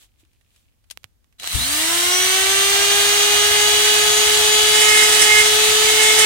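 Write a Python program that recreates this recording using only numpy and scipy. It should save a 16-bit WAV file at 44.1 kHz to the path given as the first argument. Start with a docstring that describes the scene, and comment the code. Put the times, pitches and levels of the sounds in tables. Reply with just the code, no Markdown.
"""Small grinding tool over a bench

After some handling and a few clicks, a small rotary tool crackles into life and whines up to about
430 turns a second, puffing air at the left microphone; its stone is then pressed twice on a plastic shell.
Tones locked to one shaft angle make the whine and the knocking of the stone. Coloured noise makes the
brushes, air and room; scattered tiny impacts add sparks and chips, and short snaps and rings the clicks."""
import sys
import numpy as np
from scipy import signal
from scipy.fft import rfft, irfft
from scipy.io import wavfile
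from scipy.ndimage import uniform_filter1d

SR = 44100
rng = np.random.default_rng(int(sys.argv[2]) if len(sys.argv) > 2 else 0)


def pcm_store(signal):
    """Save signal as 16-bit PCM."""
    levels = np.round(np.clip(np.atleast_2d(signal), -1, 1) * 32767)
    wavfile.write(sys.argv[1], SR, levels.astype(np.int16).T)


N = 275625
TIME = np.arange(N) / SR  # seconds

# All colours are relative levels, because the noise is levelled afterwards or the filter peak is set to 1.
# colour of the quiet room: [f/Hz, left level/dB, right level/dB]
ROOM_COLOUR = [(25, -33, -9), (48, 5, 0), (70, 2, -10), (100, -8, 1), (140, -19, -12.5), (220, -16, -14),
               (400, -22.5, -24), (1000, -30, -29), (16000, -37, -34)]
# colour of the draught: [f/Hz, left level/dB, right level/dB]
DRAUGHT_COLOUR = [(20, -45, -62), (38, -16, -27), (63, 7.5, -26), (109, 0, -15), (204, -6.5, -38),
                  (400, -20.5, -47), (1000, -54, -63)]
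# tilt of the hand-held tool; it lifts the right side of the whine and lowers hum and draught: [t/s, tilt/dB]
TOOL_TILT = [(1.4, -1), (2.3, 2), (2.8, 0), (3.95, -2), (4.5, -4), (5.3, 0.5), (5.62, -7), (6.25, -3.5)]
# fingers slide on the shell: [middle t/s, half length/s, relative level/dB]
FINGER_SLIDES = [(0.025, 0.033, -52.5), (.205, .018, -63), (.4, .42, -77), (.57, 0.066, -67.5),
                 (.98, .1, -72)]
# colour of the rubbing: [f/Hz, left level/dB, right level/dB]
RUB_COLOUR = [(200, -15, -7), (1200, -11, -10), (2300, -10, -5), (3500, -3, 2), (5000, -9, -8),
              (8000, -3, -4), (15000, -11, -14)]
# soft bumps of the hand: [t/s, peak level/dB, f/Hz, time to fall by 60 dB/s]
HAND_BUMPS = [(.232, -53, 318, 0.049), (1.044, -44, 105, 0.083)]
# clicks of plastic, switch and first brush sparks:
# [t/s, peak level/dB, left minus right/dB, ring level against the snap/dB, time to fall by 60 dB/s]
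CLICKS = [(.251, -49, -6, -12, .02), (.333, -49, 2, -10, .02), (.411, -53, -12, -7, 0.036),
          (0.562, -42, -1, -12, .03), (.841, -54, -8, -6, .04), (.901, -38, 13, -3, .025),
          (0.9093, -32.5, 12, 1, 0.024), (0.9124, -16.5, 9, -20, 0.055), (.9742, -24, -23, -29, .012),
          (1.033, -42, -12, -12, .02), (1.0427, -25, -23, -29, 0.045), (1.244, -46.5, -8, -16, .02),
          (1.326, -48, -7, -11, 0.04), (1.398, -23.5, 4, -7, 0.036), (1.4235, -20, 1, -22, .02),
          (1.433, -16, -5, -11, 0.024), (1.4433, -15.5, -15, -21, 0.017), (1.4645, -28, 2, -32, .02),
          (1.4747, -5, 4, -18, .02)]
# colour of the clicks: [f/Hz, left level/dB, right level/dB]
CLICK_COLOUR = [(100, -29, -12), (600, -23, 1), (1500, -12, 4), (2780, 4, 7.5), (5000, 0.5, -2),
                (8000, 3, -6), (11900, -2.5, -8), (16000, -17, -13)]
# the shaft gathers speed in a quick, a slow and a creeping stage: [gain/turns per s, time constant/s]
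SPIN_UP_STAGES = [(245.44, .132), (165.27, .6208), (49.64, 9.0)]
# resonances and a dead spot of the housing, swept by the vane whistle: [f/Hz, half width/Hz, lift/dB]
HOUSING_LIFTS = [(4050, 280, 15), (5450, 360, -4), (5830, 115, 11.5)]
# colour of brushes and fan: [f/Hz, left level/dB, right level/dB]
RUSH_COLOUR = [(30, -70.5, -102), (120, -79, -68.5), (197, -69.5, -75), (289, -62, -69), (550, -66.5, -64),
               (700, -51.5, -61.5), (920, -57.5, -59.5), (1380, -57, -52), (2330, -54, -50),
               (2490, -57.5, -55), (2980, -53.5, -46), (4020, -49.5, -48.5), (5260, -55.5, -55.5),
               (6560, -50.5, -50.5), (6880, -57.5, -56.5), (8200, -51, -52.5), (9500, -59, -57.5),
               (10200, -61, -60.5), (15900, -63.5, -67)]
# colour of the sparks: [f/Hz, left level/dB, right level/dB]
SPARK_COLOUR = [(300, -47, -51), (730, -8, -4), (2000, 0, -7.5), (4000, -3, -20), (6000, -20, -2),
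                (8700, 8.5, 5), (11000, 0.5, -3), (13500, -1.5, -12), (16000, -2, -33)]
# overtones of the shaft, levels within the whine:
# [multiple (rounded in use), left level/dB, right level/dB, own fall at half speed/dB]
SHAFT_OVERTONES = [(1.85, -30.5, -32.5, 5), (3.04, -34.5, -28.5, 6), (4, -32.5, -27.5, 10),
                   (5, -30.5, -30.5, 9), (6, -29, -29, -1.5), (7, -37, -18, 45), (8, -22.5, -27, 19),
                   (9, -30, -32, -3), (11, -29.5, -34, 15), (14, -28, -41, 38), (17, -32, -49, 10),
                   (19, -40, -48, 20), (20, -47, -45, 20), (22, -31, -30, 22), (23, -32.5, -49, 18),
                   (24, -35, -34.5, -4)]
# the stone is pressed on the plastic: [start t/s, end t/s, attack/s, pressure 0-1]
PRESSES = [(4.74, 5.396, .018, 0.45), (5.778, 6.25, 0.42, 0.44)]
# the stone catches and tears out more: [middle t/s, half length/s, added pressure]
BITES = [(4.752, 0.013, .35), (5.02, .05, .15), (5.133, 0.025, 0.22), (5.22, 0.031, 0.36),
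         (5.408, .014, 0.22), (6.035, 0.027, .25), (6.203, .022, 0.33)]
# how hard the stone chatters, one list for each press: [t/s, relative level/dB]
CHATTER = [
    [(4.73, -30), (4.75, -30), (4.784, -31), (4.832, -26), (4.978, -22.5), (5.058, -26), (5.08, -45),
     (5.11, -39), (5.172, -49), (5.204, -40), (5.394, -22.5), (5.442, -38), (5.47, -30)],
    [(5.78, -40), (5.818, -38), (5.852, -36), (5.886, -26), (5.962, -37), (6.004, -26), (6.078, -28),
     (6.1, -24.5), (6.174, -38), (6.25, -23)],
]
# overtones of the stone knocking once a turn: [multiple, left level/dB, right level/dB], before the chatter
KNOCK_OVERTONES = [(3, -31.5, -25.5), (4, -27.5, -24.5), (5, -23.5, -15), (6, -27, -32), (7, -42, -25),
                   (9, -49, -27), (12, -27, -35), (14, -39, -34), (15, -28, -44), (18, -23.5, -39),
                   (22, -27, -34)]
# colour of tearing chips: [f/Hz, left level/dB, right level/dB]
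CHIP_COLOUR = [(185, -14.5, -4.5), (315, 4.5, -2), (438, -33, 3), (795, -14, 2.5), (1430, 2, -7.5),
               (1870, 6, 20), (2160, 10, 1), (2740, -6, 6.5), (3560, -47, -25), (5240, -14, 11.5),
               (6760, 6, 5.5), (8200, 7, 12), (9900, 4, 8.5), (11200, -6, -1), (16000, -25, -15)]

# one gust: the fan's jet sweeps across the left microphone and makes its air cavity swing
GUST_S, GUST_DB, GUST_ATTACK_S, GUST_FADE_DB_PER_S = 1.552, -22, 0.0051, 229
# the swing is set against the gust level
SWING_HZ, SWING_LEFT_DB, SWING_RIGHT_DB = 62.5, 5, -25
# for each part: level at full speed, and the fall towards standstill
DRAUGHT_DB, DRAUGHT_FALL_DB = -45, 11
VANES_DB, VANES_FALL_DB = -30, 19.5
RUSH_DB, RUSH_FALL_DB, RUSH_PRESSED_DB = -14.5, 19.5, -0.4  # last one: change at pressure 1
WHINE_DB, WHINE_FALL_DB = -0.47, 96
# unbalance hum at full speed, and the power of the speed that it grows with
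HUM_DB, HUM_POWER = -25, 3.24
# share of the tool's tilt that hum and draught follow
HUM_TILT_SHARE, DRAUGHT_TILT_SHARE = 0.36, 0.81
# full speed is in turns per second
SWITCH_ON_S, SHAFT_STARTS_S, FULL_SPEED = 1.384, 1.406, 432
# the first long press drags the shaft down a little
SAG_AT_S, SAG_WIDTH_S, SAG_TURNS_PER_S = 5.37, .27, 4.1
# the motor noise swells in after switching on
START_DEPTH_DB, START_SWELL_S = 28, 0.023
# phase shake of the vane whistle in radians: at full speed, and added at standstill
VANES_ROUGH, VANES_ROUGH_SLOW = .6, 3.6
# sparks follow the motor current and a power of the speed
SPARKS_DB, SPARKS_POWER = -6.5, 2.02
# commutator buzz within the whine: level of the lowest tone, fall from one to the next, waver of each
BUZZ_DB, BUZZ_STEP_DB, BUZZ_WAVER_DB = -51, .45, 2.5
LEFT_EARLIER_S = 0.0003965  # the left microphone is nearer to the tool
BENCH_ECHO_DB = -16  # each echo of the rush, against the direct sound
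RELEASE_S = 0.2  # the stone lets go
CHATTER_GAIN_DB = 23
CUTOFF_HZ = 15800


def from_db(db):
    """Turn decibels into a plain gain."""
    return np.exp(np.asarray(db) * (np.log(10) / 20))


def rms_one(x):
    """Scale a sound to unit power."""
    return x / np.sqrt(np.mean(x ** 2) + 1e-20)


def swell(middle_s, width_s):
    """A smooth rise and fall of height 1."""
    return np.exp(-((TIME - middle_s) / width_s) ** 2)


def drift(rate):
    """Smooth random wander of spread 1 that changes about rate times a second."""
    # draw every 40th sample only, and drop the filter's first 2000 values while it settles
    pole = np.exp(-80 * np.pi * rate / SR)
    noise = rng.standard_normal(N // 40 + 2002)
    slow = signal.lfilter([1], [1, -2 * pole, pole * pole], noise)[2000:]
    return np.interp(np.arange(N) / 40, np.arange(len(slow)), rms_one(slow))


def stereo_noise():
    """Independent hiss on each side."""
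    return rng.standard_normal((2, N))


def response(colour, size=8192):
    """Turn a left and right colour into filters that act without delay (minimum phase)."""
    hz, *sides = np.transpose(colour)
    grid = np.log(np.maximum(np.arange(size // 2 + 1) * SR / size, 1))
    curves_db = [np.interp(grid, np.log(hz), side) for side in sides]
    cepstrum = irfft(np.log(from_db(curves_db)))
    # fold the later half onto the earlier one, so nothing sounds before the hit
    cepstrum[:, 1:size // 2] *= 2
    cepstrum[:, size // 2 + 1:] = 0
    return irfft(np.exp(rfft(cepstrum)))


def through(x, impulse):
    """Filter both channels."""
    return signal.fftconvolve(x, impulse, axes=1)[:, :N]


def resonance(x, hz, width_hz):
    """One resonance that rings around hz, with gain 1 on top."""
    r = np.exp(-np.pi * width_hz / SR)
    feed = np.array([1, 0, -1]) * (1 - r * r) / 2
    return signal.lfilter(feed, [1, -2 * r * np.cos(2 * np.pi * hz / SR), r * r], x)


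def grains(per_s, spread_db):
    """Random tiny impacts of uneven size, reaching the two microphones differently."""
    sizes = from_db(spread_db * np.minimum(rng.exponential(1, N), 4)) * stereo_noise()
    return rms_one(sizes * (rng.random(N) < per_s / SR))


def bench(x, echo_db, longest_s, count=10):
    """Early echoes off bench, shell and hand ripple the spectrum, differently on each side."""
    out = x.copy()
    for side in range(2):
        shares = rng.uniform(.1, 1, count)
        signs = rng.choice([-1, 1], count)
        for share, sign in zip(shares, signs):
            lag = 1 + int(share * longest_s * SR)
            out[side, lag:] += sign * from_db(echo_db) * x[side, :-lag]
    return rms_one(out)


def overtone(angle, left_db, right_db, waver_db, slip, slip_rate, lead=np.pi / 2):
    """A tone whose strength wavers and whose phase shakes; the left leads by some radians."""
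    phase = angle + slip * drift(slip_rate) + rng.uniform(0, 2 * np.pi)
    strength = np.sqrt(2) * from_db(waver_db * drift(5.8))
    left = from_db(left_db) * np.sin(phase)
    right = from_db(right_db) * np.sin(phase - lead)
    return strength * np.array([left, right])


def tilt_db():
    """Tilt of the tool at every sample."""
    s, tilt = np.transpose(TOOL_TILT)
    return np.interp(TIME, s, tilt)


def shaft_speed():
    """Turns per second: the motor closes in on its top speed and sags under load."""
    age = np.maximum(TIME - SHAFT_STARTS_S, 0)
    free = sum(gain * (1 - np.exp(-age / lag_s)) for gain, lag_s in SPIN_UP_STAGES)
    return np.maximum(free - SAG_TURNS_PER_S * swell(SAG_AT_S, SAG_WIDTH_S), 0)


def slowness(speed):
    """1 at standstill, 0 at full speed; the motor current follows it."""
    return np.clip(1 - speed / FULL_SPEED, 0, 1)


def pressure():
    """Each press builds up, holds and lets go; now and then the stone bites deeper."""
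    held = 0
    for start, end, attack_s, force in PRESSES:
        letting_go = np.exp(-np.maximum(TIME - end, 0) / RELEASE_S)
        held += force * np.clip((TIME - start) / attack_s, 0, 1) * letting_go
    return held + sum(force * swell(s, width_s) for s, width_s, force in BITES)


def room():
    """The low rumble of the quiet room: steady coloured noise."""
    return from_db(-62.5) * rms_one(through(stereo_noise(), response(ROOM_COLOUR)))


def draught(speed):
    """Lumpy air noise from the fan, growing with its speed, and one gust that swings an air cavity."""
    level_db = DRAUGHT_DB - DRAUGHT_FALL_DB * slowness(speed) - DRAUGHT_TILT_SHARE * tilt_db()
    steady = (speed > 0) * from_db(level_db)
    age = TIME - GUST_S
    rise = np.exp(np.minimum(age, 0) / GUST_ATTACK_S)
    gust = rise * from_db(GUST_DB - GUST_FADE_DB_PER_S * np.maximum(age, 0))
    swing = from_db([[SWING_LEFT_DB], [SWING_RIGHT_DB]]) * np.cos(2 * np.pi * SWING_HZ * age)
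    noise = rms_one(through(stereo_noise(), response(DRAUGHT_COLOUR)))
    return (steady + gust) * from_db(2.2 * drift(15)) * noise + gust * swing


def handling():
    """Fingers rub, stick and bump on the plastic before the motor starts."""
    rub = sum(from_db(level_db + 1) * swell(s, width_s) for s, width_s, level_db in FINGER_SLIDES)
    out = rub * rms_one(through(stereo_noise(), response(RUB_COLOUR)))
    # while the grip shifts, small slips make the shell tick
    ticks = resonance(grains(220, spread_db=2.0), hz=2390, width_hz=760)
    slips = rms_one(resonance(ticks, hz=3200, width_hz=2700))
    out += from_db(-76) * slips * np.clip((.85 - TIME) / .15, 0, 1)
    for s, peak_db, hz, t60 in HAND_BUMPS:
        age = np.clip(TIME - s, 0, 1)
        out += from_db(peak_db - 60 * age / t60) * np.sin(2 * np.pi * hz * age)
    return out


def clicks():
    """Each click is a sharp snap and a short rattling ring."""
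    out = np.zeros((2, N))
    age = TIME[:SR // 5]
    for s, peak_db, pan_db, ring_db, t60 in CLICKS:
        hit = from_db(ring_db - 60 * age / t60) * rng.standard_normal((2, len(age))) / 2
        hit[:, 0] = 1  # the snap
        side_db = peak_db + np.array([[pan_db], [-pan_db]]) / 2
        start = int(s * SR)
        out[:, start:start + len(age)] += hit * from_db(side_db)
    snap = response(CLICK_COLOUR)
    return through(out, snap / np.abs(snap).max())


def vanes(angle, speed, count=16):
    """The raspy whistle of the fan vanes flares as it sweeps through the housing's resonances."""
    slow = slowness(speed)
    lift_db = sum(db / (1 + ((count * speed - hz) / width_hz) ** 2) for hz, width_hz, db in HOUSING_LIFTS)
    level_db = VANES_DB - VANES_FALL_DB * slow + lift_db
    rough = VANES_ROUGH + VANES_ROUGH_SLOW * slow
    return overtone(count * angle, level_db, level_db, waver_db=3.5, slip=rough, slip_rate=58, lead=1.23)


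def brushes(angle, speed):
    """A rush of brushes and air that pulses with every turn, with bright sparks while the motor labours."""
    slow = slowness(speed)
    # brushes bear hardest at one part of each turn
    bearing = from_db(2.0 * np.cos(angle) + 1.0 * np.cos(2 * angle + 1) + .5 * drift(27))
    straight = rng.standard_normal(N)
    # the same noise reaches the right a little later
    direct = np.array([straight, np.interp(TIME - LEFT_EARLIER_S, TIME, straight)])
    specks = from_db(-8.5) * grains(12 * speed + 300, spread_db=1.5)
    friction = bearing * (stereo_noise() + from_db(-5.0) * direct + specks)
    coloured = rms_one(through(friction, response(RUSH_COLOUR)))
    rush = bench(coloured, echo_db=BENCH_ECHO_DB, longest_s=.006, count=6)
    # the housing sings at low speed
    ringing = from_db(-3) * rms_one(resonance(friction, hz=3980, width_hz=110))
    housing = np.clip(1 - speed / 300, 0, 1) * ringing
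    crackle = bearing * grains(3000 + 40 * speed, spread_db=-3.0)
    spark_level = from_db(SPARKS_DB) * slow * (1 - slow) ** SPARKS_POWER
    sparks = spark_level * rms_one(through(crackle, response(SPARK_COLOUR)))
    rush_db = RUSH_DB - RUSH_FALL_DB * slow + RUSH_PRESSED_DB * pressure()
    return from_db(rush_db) * (rush + housing) + sparks


def whine(angle, speed):
    """Unbalance hum, overtones of the shaft and the high buzz of the commutator."""
    tilt, slow = tilt_db(), slowness(speed)
    hum_level = from_db(HUM_DB - HUM_TILT_SHARE * tilt) * (speed / FULL_SPEED) ** HUM_POWER * np.sqrt(2)
    hum = hum_level * np.array([from_db(2.5) * np.sin(angle), from_db(-9.0) * np.sin(angle - .7)])
    # most upper overtones only meet the housing's resonances near full speed
    tones = 0
    for multiple, left_db, right_db, fall_db in SHAFT_OVERTONES:
        lead = min(0.63 * multiple, np.pi / 2)
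        tone = overtone(np.round(multiple) * angle, left_db, right_db,
                        waver_db=2.0, slip=0.23, slip_rate=65, lead=lead)
        tones += from_db(-fall_db * 2 * slow) * tone
    tones *= from_db(tilt * np.array([[0], [1]]))  # right side only
    # the buzz: overtones that lie above 10 kHz near full speed
    for step, multiple in enumerate(range(25, 37)):
        level_db = BUZZ_DB - BUZZ_STEP_DB * step
        lead = 2 * np.pi * multiple * speed * LEFT_EARLIER_S
        tones += overtone(multiple * angle, level_db, level_db - 9.0,
                          waver_db=BUZZ_WAVER_DB, slip=.3, slip_rate=110, lead=lead)
    return hum + from_db(WHINE_DB - WHINE_FALL_DB * slow ** 2) * tones


def grinding(angle):
    """The stone chatters once a turn, its grit tears off chips, and the shell adds its echoes."""
    chatter = 0
    for s, level_db in map(np.transpose, CHATTER):
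        chatter += np.interp(TIME, s, from_db(level_db + CHATTER_GAIN_DB), left=0, right=0)
    chatter = uniform_filter1d(chatter, size=400)  # smooth over about 9 ms
    knock = 0
    for multiple, left_db, right_db in KNOCK_OVERTONES:
        knock += overtone(np.round(multiple) * angle, left_db, right_db,
                          waver_db=2.5, slip=0.38, slip_rate=70)
    # the grit bites hardest at one part of each turn
    bite = from_db(2.0 * np.cos(angle) + 2.5 * drift(35))
    chips = rms_one(through(bite * grains(20000, spread_db=-2.5), response(CHIP_COLOUR)))
    echoed = bench(chips, echo_db=-13.0, longest_s=.005, count=6)
    return chatter * knock + pressure() * from_db(-12.5) * echoed


def scene():
    """One shaft angle drives motor and stone."""
    speed = shaft_speed()
    # the speed trembles very slightly
    angle = 2 * np.pi * np.cumsum(speed * (1 + 0.000504 * drift(8.14))) / SR
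    age = np.maximum(TIME - SWITCH_ON_S, 0)
    switched_on = (age > 0) * from_db(-START_DEPTH_DB * np.exp(-age / START_SWELL_S))
    motor = switched_on * (vanes(angle, speed) + brushes(angle, speed) + whine(angle, speed))
    return room() + draught(speed) + handling() + clicks() + motor + grinding(angle)


def record(dry):
    """Peaks stop at full scale and the top is cut."""
    top_cut = signal.ellip(12, .1, 80, CUTOFF_HZ, fs=SR, output="sos")
    return signal.sosfilt(top_cut, np.clip(dry, -1, 1))


dry = scene()
out = record(dry)
pcm_store(out)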